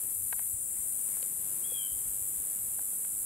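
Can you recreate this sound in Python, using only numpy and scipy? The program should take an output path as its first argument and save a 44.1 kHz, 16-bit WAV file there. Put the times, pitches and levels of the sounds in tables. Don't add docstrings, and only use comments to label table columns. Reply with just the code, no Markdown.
import sys
import numpy as np
from scipy import signal
from scipy.fft import rfft, irfft, next_fast_len
from scipy.io import wavfile
from scipy.ndimage import uniform_filter1d, map_coordinates

SR = 44100
rng = np.random.default_rng(int(sys.argv[2]) if len(sys.argv) > 2 else 0)


def store_pcm(level_fs):
    pcm = np.round(np.clip(level_fs, -1, 1) * 32767).astype(np.int16)
    wavfile.write(sys.argv[1], SR, np.atleast_2d(pcm).T)


N = 143325

# time in s, level in dB.
HIGH_LEVEL = [(0, -39), (.4, -38.5), (.535, -38.5), (.545, -62), (.95, -44), (1.15, -40), (1.8, -40.5),
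              (2.6, -40), (2.9, -40), (3.05, -43), (3.25, -46)]
LOW_LEVEL = [(0, -42), (.15, -47.5), (.6, -44), (1.0, -40), (1.25, -39.5), (1.32, -41), (1.8, -39.5),
             (2.4, -38.5), (3.25, -41)]
# time in s, cycles per second.
HIGH_RATE = [(0, 97.6), (.4, 97.6), (.54, 95.5), (.95, 97.0), (1.15, 98.47)]
LOW_RATE = [(0, 101.5)]
# place in the cycle as a share, relative level in dB.
HIGH_CLICKS = [(.42, 0), (.71, -1), (1.0, -9)]
LOW_CLICKS = [(.6, -1), (.8, 0), (1.0, -2)]
# centre in Hz, width in Hz, relative level in dB.
HIGH_BODY = [(11310, 180, -3), (12140, 320, -0.8), (9700, 1370, -4), (13100, 1040, -7.5)]
LOW_BODY = [(7832, 270, -0.5), (8680, 260, -2.5), (9360, 300, -0.5), (10260, 220, -4), (12700, 1100, -15),
            (15200, 460, -18.5), (7140, 240, -14.5)]
# frequency in Hz, relative density in dB per Hz.
CHORUS_COLOUR = [(3410, -62), (5800, -49), (6050, -24), (6540, -28), (7170, -9.5), (7570, -7.5),
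                 (8330, -1.5), (9680, 0.5), (10400, -1), (10950, -2), (11450, -3), (11900, -6), (12600, -8),
                 (15100, -17), (15700, -13)]
# time in s, level in dB.
CHORUS_LEVEL = [(0, -37), (.5, -35.5), (1, -35.5), (1.3, -38), (1.9, -37), (2.6, -38), (3.25, -34.5)]
# frequency in Hz, likeness from 0 to 1.
INSECT_ALIKE = [(5800, 0.52), (7200, 0.71), (7900, 0.97), (8600, 0.48), (9600, 0.91), (10900, 0.58),
                (11300, 0.99)]
# frequency in Hz, phase by which left leads in radians.
INSECT_LEAD = [(6000, 0.49), (7800, 0.77), (8900, 0.46), (10900, 1.35), (11300, 0.1)]
# time in s, insects left over right in dB below the treble.
CAMERA_TURN = [(0.0, 4), (0.04, 6.5), (1.28, 6.0), (2.96, 1.5), (3.25, 1)]
# time in s, fourth partial in Hz, effort in dB before the throat.
BIRD_CALL = [(1.635, 3110, -66), (1.645, 3233, -63), (1.668, 3365, -56), (1.69, 3350, -60),
             (1.706, 3346, -53), (1.73, 3305, -60), (1.751, 3303, -54), (1.783, 3247, -55),
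             (1.82, 3165, -55), (1.867, 3080, -54.5), (1.882, 3040, -63)]
BIRD_PARTIALS = (2, 3, 4, 6)
# frequency in Hz, gain in dB.
THROAT = [(1550, -13), (1680, -18), (2330, -14), (2520, -11), (3100, 5.5), (3240, 11), (3330, 4.5),
          (3400, -1.5), (4800, -30), (4950, -20), (5010, -16), (5070, -16)]
# start in s, nominal level in dB, centre of the snap in Hz, knock level in dB,
# ring length as a share, left over right in dB, crack level in dB; knock and crack are relative to the tick.
TICKS = [(0.326, -28.5, 1480, -14, 1.12, 2.5, -3), (0.3915, -39, 1400, -15, 1.16, 2, 0),
         (1.1712, -33.5, 800, -6, .25, -3, -8), (1.181, -39, 900, -2, .2, -4, -8),
         (1.2263, -39.5, 3400, 6.5, 1.02, -5, 6), (1.72, -46.5, 910, 14.5, 0.81, -9, -12),
         (2.7907, -41.5, 950, -8, 0.75, -9, -4), (2.93, -52.5, 700, 8, .8, -10, -6),
         (3.048, -44, 1800, -20, 0.73, -9, -8)]
# frequency in Hz, mean relative level in dB, T60 in s at ring length 1.
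SHELL = [(350, 8, 0.016), (630, 0, 0.0091), (754, 8, 0.016), (963, 3, 0.023), (1213, 0.5, 0.016),
         (1440, 1.5, 0.016), (1602, 2.5, 0.019), (1840, 0, 0.014), (2166, 1.5, 0.014), (2526, 0.5, 0.014),
         (3070, -1, 0.014), (3850, -1, 0.012), (4510, 3.5, 0.009), (5460, 0, .006)]
# middle in s, half length in s, level in dB.
RUBS = [(0.408, .035, -59.5), (0.554, .03, -68), (0.766, 0.043, -65.5), (1.141, 0.042, -62),
        (1.27, 0.037, -68)]
# middle in s, peak in dB before the pan, centre in Hz, left over right in dB.
THUMPS = [(.545, -43.5, 84, -1.5), (.8, -48.5, 65.4, 8), (1.93, -49, 45, -2), (1.965, -49, 75.6, -7),
          (2.059, -45.5, 101, -5), (2.095, -48, 55, -2), (2.22, -47.5, 81, 3), (2.39, -47.5, 60, -7)]
# time in s, level in dB.
WIND_LEVEL = [(0.0, -62.5), (0.25, -60.5), (0.4, -65.5), (0.55, -57.5), (0.69, -62), (0.8, -60),
              (0.93, -63.5), (1.88, -62.5), (1.97, -55), (2.1, -58), (2.3, -63), (2.4, -57.5), (2.51, -67),
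              (2.62, -59), (3.0, -67.5), (3.25, -59)]
# frequency in Hz, relative density in dB per Hz.
RUMBLE_COLOUR = [(12, -9.5), (20, -9.5), (81, -4.5), (122, -4), (200, -23.5), (260, -37), (440, -120)]
# frequency in Hz, likeness from 0 to 1.
WIND_ALIKE = [(100, .72)]
# frequency in Hz, relative density in dB per Hz.
FIELD_COLOUR = [(88, -30), (150, -1), (538, -7.5), (601, -10), (682, -9), (3570, -16), (4670, -20),
                (5210, -17), (5730, -18.5), (6500, -7), (8450, -36), (14300, -120)]
# frequency in Hz, likeness from 0 to 1.
FIELD_ALIKE = [(150, .76), (260, .8), (550, .42), (1100, .1), (2400, .3), (5000, .35)]

PATCHY_DB = 1.4
TREBLE_HZ, TREBLE_TURN = 11000, .68
BIRD_PAN_DB, BIRD_LEAD_RAD = 4.5, 0.4
BIRD_ECHO_DB, BIRD_T60_S = -9.5, 1
BIRD_WALL_S, BIRD_WALL_DB = 0.06, -10.5
HOARSE, FLUTTER_DB = .006, 2.2
BURR_HZ, BURR_DEPTH, BURR_FROM_S, BURR_RISE_S = 140, .25, 1.72, .04
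KNOCK_HZ, KNOCK_T60_S, CRACK_T60_S = 498, 0.03, 0.011
SNAP_DB_PER_OCT2 = 4.5
RISE_CYCLES, CRACK_LOW_HZ, CRACK_TOP_HZ = 0.85, 900, 5860
PHASE_SCATTER_RAD = .45
PORT_TURN_RAD = .7
RUB_HZ, RUB_WIDTH_HZ = 2100, 390
THUMP_CYCLES = 0.68
FIELD_DB = -57.5
TOP_HZ = 15750
T = np.arange(N) / SR
LEFT_RIGHT = np.array([[1], [-1]])


def amp(db):
    return 10 ** (np.asarray(db) / 20)


def unit(x):
    return x / np.sqrt(np.mean(x ** 2) + 1e-20)


def along(points, hz):
    f, v = np.transpose(points)
    return np.interp(np.log(hz + 1), np.log(f + 1), v)


def curves(rows):
    s, *cols = np.transpose(rows)
    return [np.interp(T, s, c) for c in cols]


def wobble(rate):
    knots = rng.standard_normal(int(N * rate / SR) + 4)
    return map_coordinates(knots, [T * rate])


def stereo_noise():
    return rng.standard_normal((2, N))


def filtered(x, response):
    m = next_fast_len(N + SR // 2)
    hz = np.fft.rfftfreq(m, 1 / SR)
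    return irfft(rfft(x, m) * response(hz), m)[..., :N]


def spread(pair, colour, alike, lead=((1, 0),)):
    def mid_side(hz):
        angle = np.arccos(np.clip(along(alike, hz), -1, 1)) / 2
        return colour(hz) * np.array([np.cos(angle), np.sin(angle)])

    mid, side = filtered(pair, mid_side)
    left_right = np.array([mid + side, mid - side])
    return unit(filtered(left_right, lambda hz: np.exp(.5j * LEFT_RIGHT * along(lead, hz))))


def singer(level, rate, clicks, body, jitter_s, rasp, rasp_s):
    cycle = np.cumsum(curves(rate)[0]) / SR
    turns = np.arange(int(cycle[-1]) - 1)
    place, click_db = np.transpose(clicks)
    pulses = np.zeros((2, N + SR))
    for ear in range(2):
        click_s = np.interp(turns[:, None] + place, cycle, T)
        click_s = click_s + jitter_s * rng.standard_normal(click_s.shape)
        start = np.round(click_s * SR).astype(int).clip(0)
        np.add.at(pulses[ear], start.ravel(), np.tile(amp(click_db), len(turns)))
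    pulses = pulses[:, :N]

    t = T[:SR // 100] / rasp_s
    gate = signal.fftconvolve(pulses[:1], (t * np.exp(-t))[None], axes=1)[:, :N]
    drive = unit(pulses - pulses.mean()) + rasp * unit(gate * stereo_noise())

    def body_ring(f):
        modes = 0
        for k, (centre, width, db) in enumerate(body):
            sign = (-1) ** k
            modes = modes + sign * amp(db) * 1j * f * width / (centre ** 2 - f * f + 1j * f * width)
        return modes / np.sqrt(1 + (6900 / (f + 1)) ** 24)

    return amp(curves(level)[0]) * spread(drive, body_ring, INSECT_ALIKE, INSECT_LEAD)


def far_chorus():
    noise = amp(0.59 * wobble(300)) * stereo_noise()
    colour = lambda hz: amp(along(CHORUS_COLOUR, hz)) * (hz > 5700)
    far = spread(noise, colour, INSECT_ALIKE, INSECT_LEAD)
    z = signal.stft(far, nperseg=512)[2]
    patches = uniform_filter1d(rng.standard_normal(z.shape[1:]), size=7, axis=0)
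    patches = uniform_filter1d(patches, size=30, axis=1)
    far = unit(signal.istft(z * amp(PATCHY_DB * unit(patches)), nperseg=512)[1][:, :N])
    return far * amp(curves(CHORUS_LEVEL)[0] + 0.45 * wobble(5.02))


def cicadas():
    high = singer(HIGH_LEVEL, HIGH_RATE, HIGH_CLICKS, HIGH_BODY, jitter_s=.00012, rasp=0.71, rasp_s=0.00078)
    low = singer(LOW_LEVEL, LOW_RATE, LOW_CLICKS, LOW_BODY, jitter_s=.00015, rasp=0.69, rasp_s=0.00046)
    insects = far_chorus() + high + low
    treble = filtered(insects, lambda hz: hz > TREBLE_HZ)
    lean_db = .5 * LEFT_RIGHT * curves(CAMERA_TURN)[0]
    return (insects - treble) * amp(lean_db) + treble * amp(TREBLE_TURN * lean_db)


def bird():
    hz, effort_db = curves(BIRD_CALL)
    gate = np.clip(np.minimum(T - BIRD_CALL[0][0], BIRD_CALL[-1][0] - T) / .006, 0, 1)
    pitch = hz / BIRD_PARTIALS[2]
    phase = 2 * np.pi * np.cumsum(pitch * (1 + HOARSE * wobble(300))) / SR
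    burr_phase = 2 * np.pi * BURR_HZ * np.cumsum(1 + 0.151 * wobble(40)) / SR
    burr_rise = np.clip((T - BURR_FROM_S) / BURR_RISE_S, 0, 1)
    burr = 1 + BURR_DEPTH * burr_rise * np.sin(burr_phase)
    call = np.zeros(N)
    for k in BIRD_PARTIALS:
        partial_db = effort_db + along(THROAT, k * pitch) + FLUTTER_DB * wobble(120)
        call += amp(partial_db) * np.sin(k * phase)
    call *= gate * burr

    tail = rng.standard_normal((2, SR)) * amp(-60 * T[:SR] / BIRD_T60_S)
    echo = signal.fftconvolve(call[None], tail / np.linalg.norm(tail[0]), axes=1)[:, :N]
    near = filtered(call, lambda f: np.exp(.5j * BIRD_LEAD_RAD * LEFT_RIGHT) + 0 * f)
    wall = np.roll(call, round(BIRD_WALL_S * SR))
    return near * amp(LEFT_RIGHT * BIRD_PAN_DB / 2) + amp(BIRD_ECHO_DB) * echo + amp(BIRD_WALL_DB) * wall


def shell_mode(t, hz, db, t60):
    decay = amp(db + rng.normal(0, 2.1, (2, 1)) - 60 * t / t60)
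    rise = 1 - np.exp(-t * hz / RISE_CYCLES)
    phase = rng.normal(0, PHASE_SCATTER_RAD) + PORT_TURN_RAD * LEFT_RIGHT
    return decay * rise * np.sin(2 * np.pi * hz * t + phase)


def ticks():
    out, t = np.zeros((2, N + SR)), T[:SR // 10]
    crack_band = signal.butter(2, [CRACK_LOW_HZ, CRACK_TOP_HZ], "bandpass", fs=SR, output="sos")
    for s, db, centre_hz, knock_db, length, pan_db, crack_db in TICKS:
        ring = 0
        for hz, level, t60 in SHELL:
            snap_db = level - SNAP_DB_PER_OCT2 * np.log2(hz / centre_hz) ** 2
            ring = ring + shell_mode(t, hz, snap_db, t60 * length)
        grit = signal.sosfilt(crack_band, rng.standard_normal((2, len(t))))
        crack = amp(crack_db - 60 * t / CRACK_T60_S) * (1 - np.exp(-t / 0.00063)) * grit
        knock = shell_mode(t, KNOCK_HZ, knock_db, KNOCK_T60_S * length)
        gain = amp(db - 3.5 + .5 * LEFT_RIGHT * pan_db)
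        out[:, round(s * SR):][:, :len(t)] += gain * (ring + crack + knock)
    return out[:, :N]


def rubs():
    strokes = sum(amp(db) * np.exp(-((T - s) / half) ** 2) for s, half, db in RUBS)
    grains = amp(2.5 * wobble(120)) * stereo_noise()
    band = lambda f: 1j * f * RUB_WIDTH_HZ / (RUB_HZ ** 2 - f * f + 1j * f * RUB_WIDTH_HZ)
    return strokes * spread(grains, band, FIELD_ALIKE)


def wind_thumps():
    out = np.zeros((2, N))
    for s, db, hz, pan_db in THUMPS:
        phase = rng.normal(0, .4, (2, 1))
        swell = np.exp(-((T - s) * hz / THUMP_CYCLES) ** 2)
        out += amp(db + .5 * LEFT_RIGHT * pan_db) * swell * np.cos(2 * np.pi * hz * (T - s) + phase)
    return out


def wind():
    lumps = amp(1.8 * wobble(14)) * stereo_noise()
    colour = lambda hz: amp(along(RUMBLE_COLOUR, hz)) * (hz < 160)
    return amp(curves(WIND_LEVEL)[0]) * spread(lumps, colour, WIND_ALIKE)


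def field_hush():
    colour = lambda hz: amp(along(FIELD_COLOUR, hz)) * (hz > 150) * (hz < 6500)
    return amp(FIELD_DB + 1.31 * wobble(5.26)) * spread(stereo_noise(), colour, FIELD_ALIKE)


def scene():
    return cicadas() + bird() + ticks() + rubs() + wind_thumps() + wind() + field_hush()


def record(dry):
    return filtered(dry, lambda hz: hz < TOP_HZ)


dry = scene()
out = record(dry)
store_pcm(out)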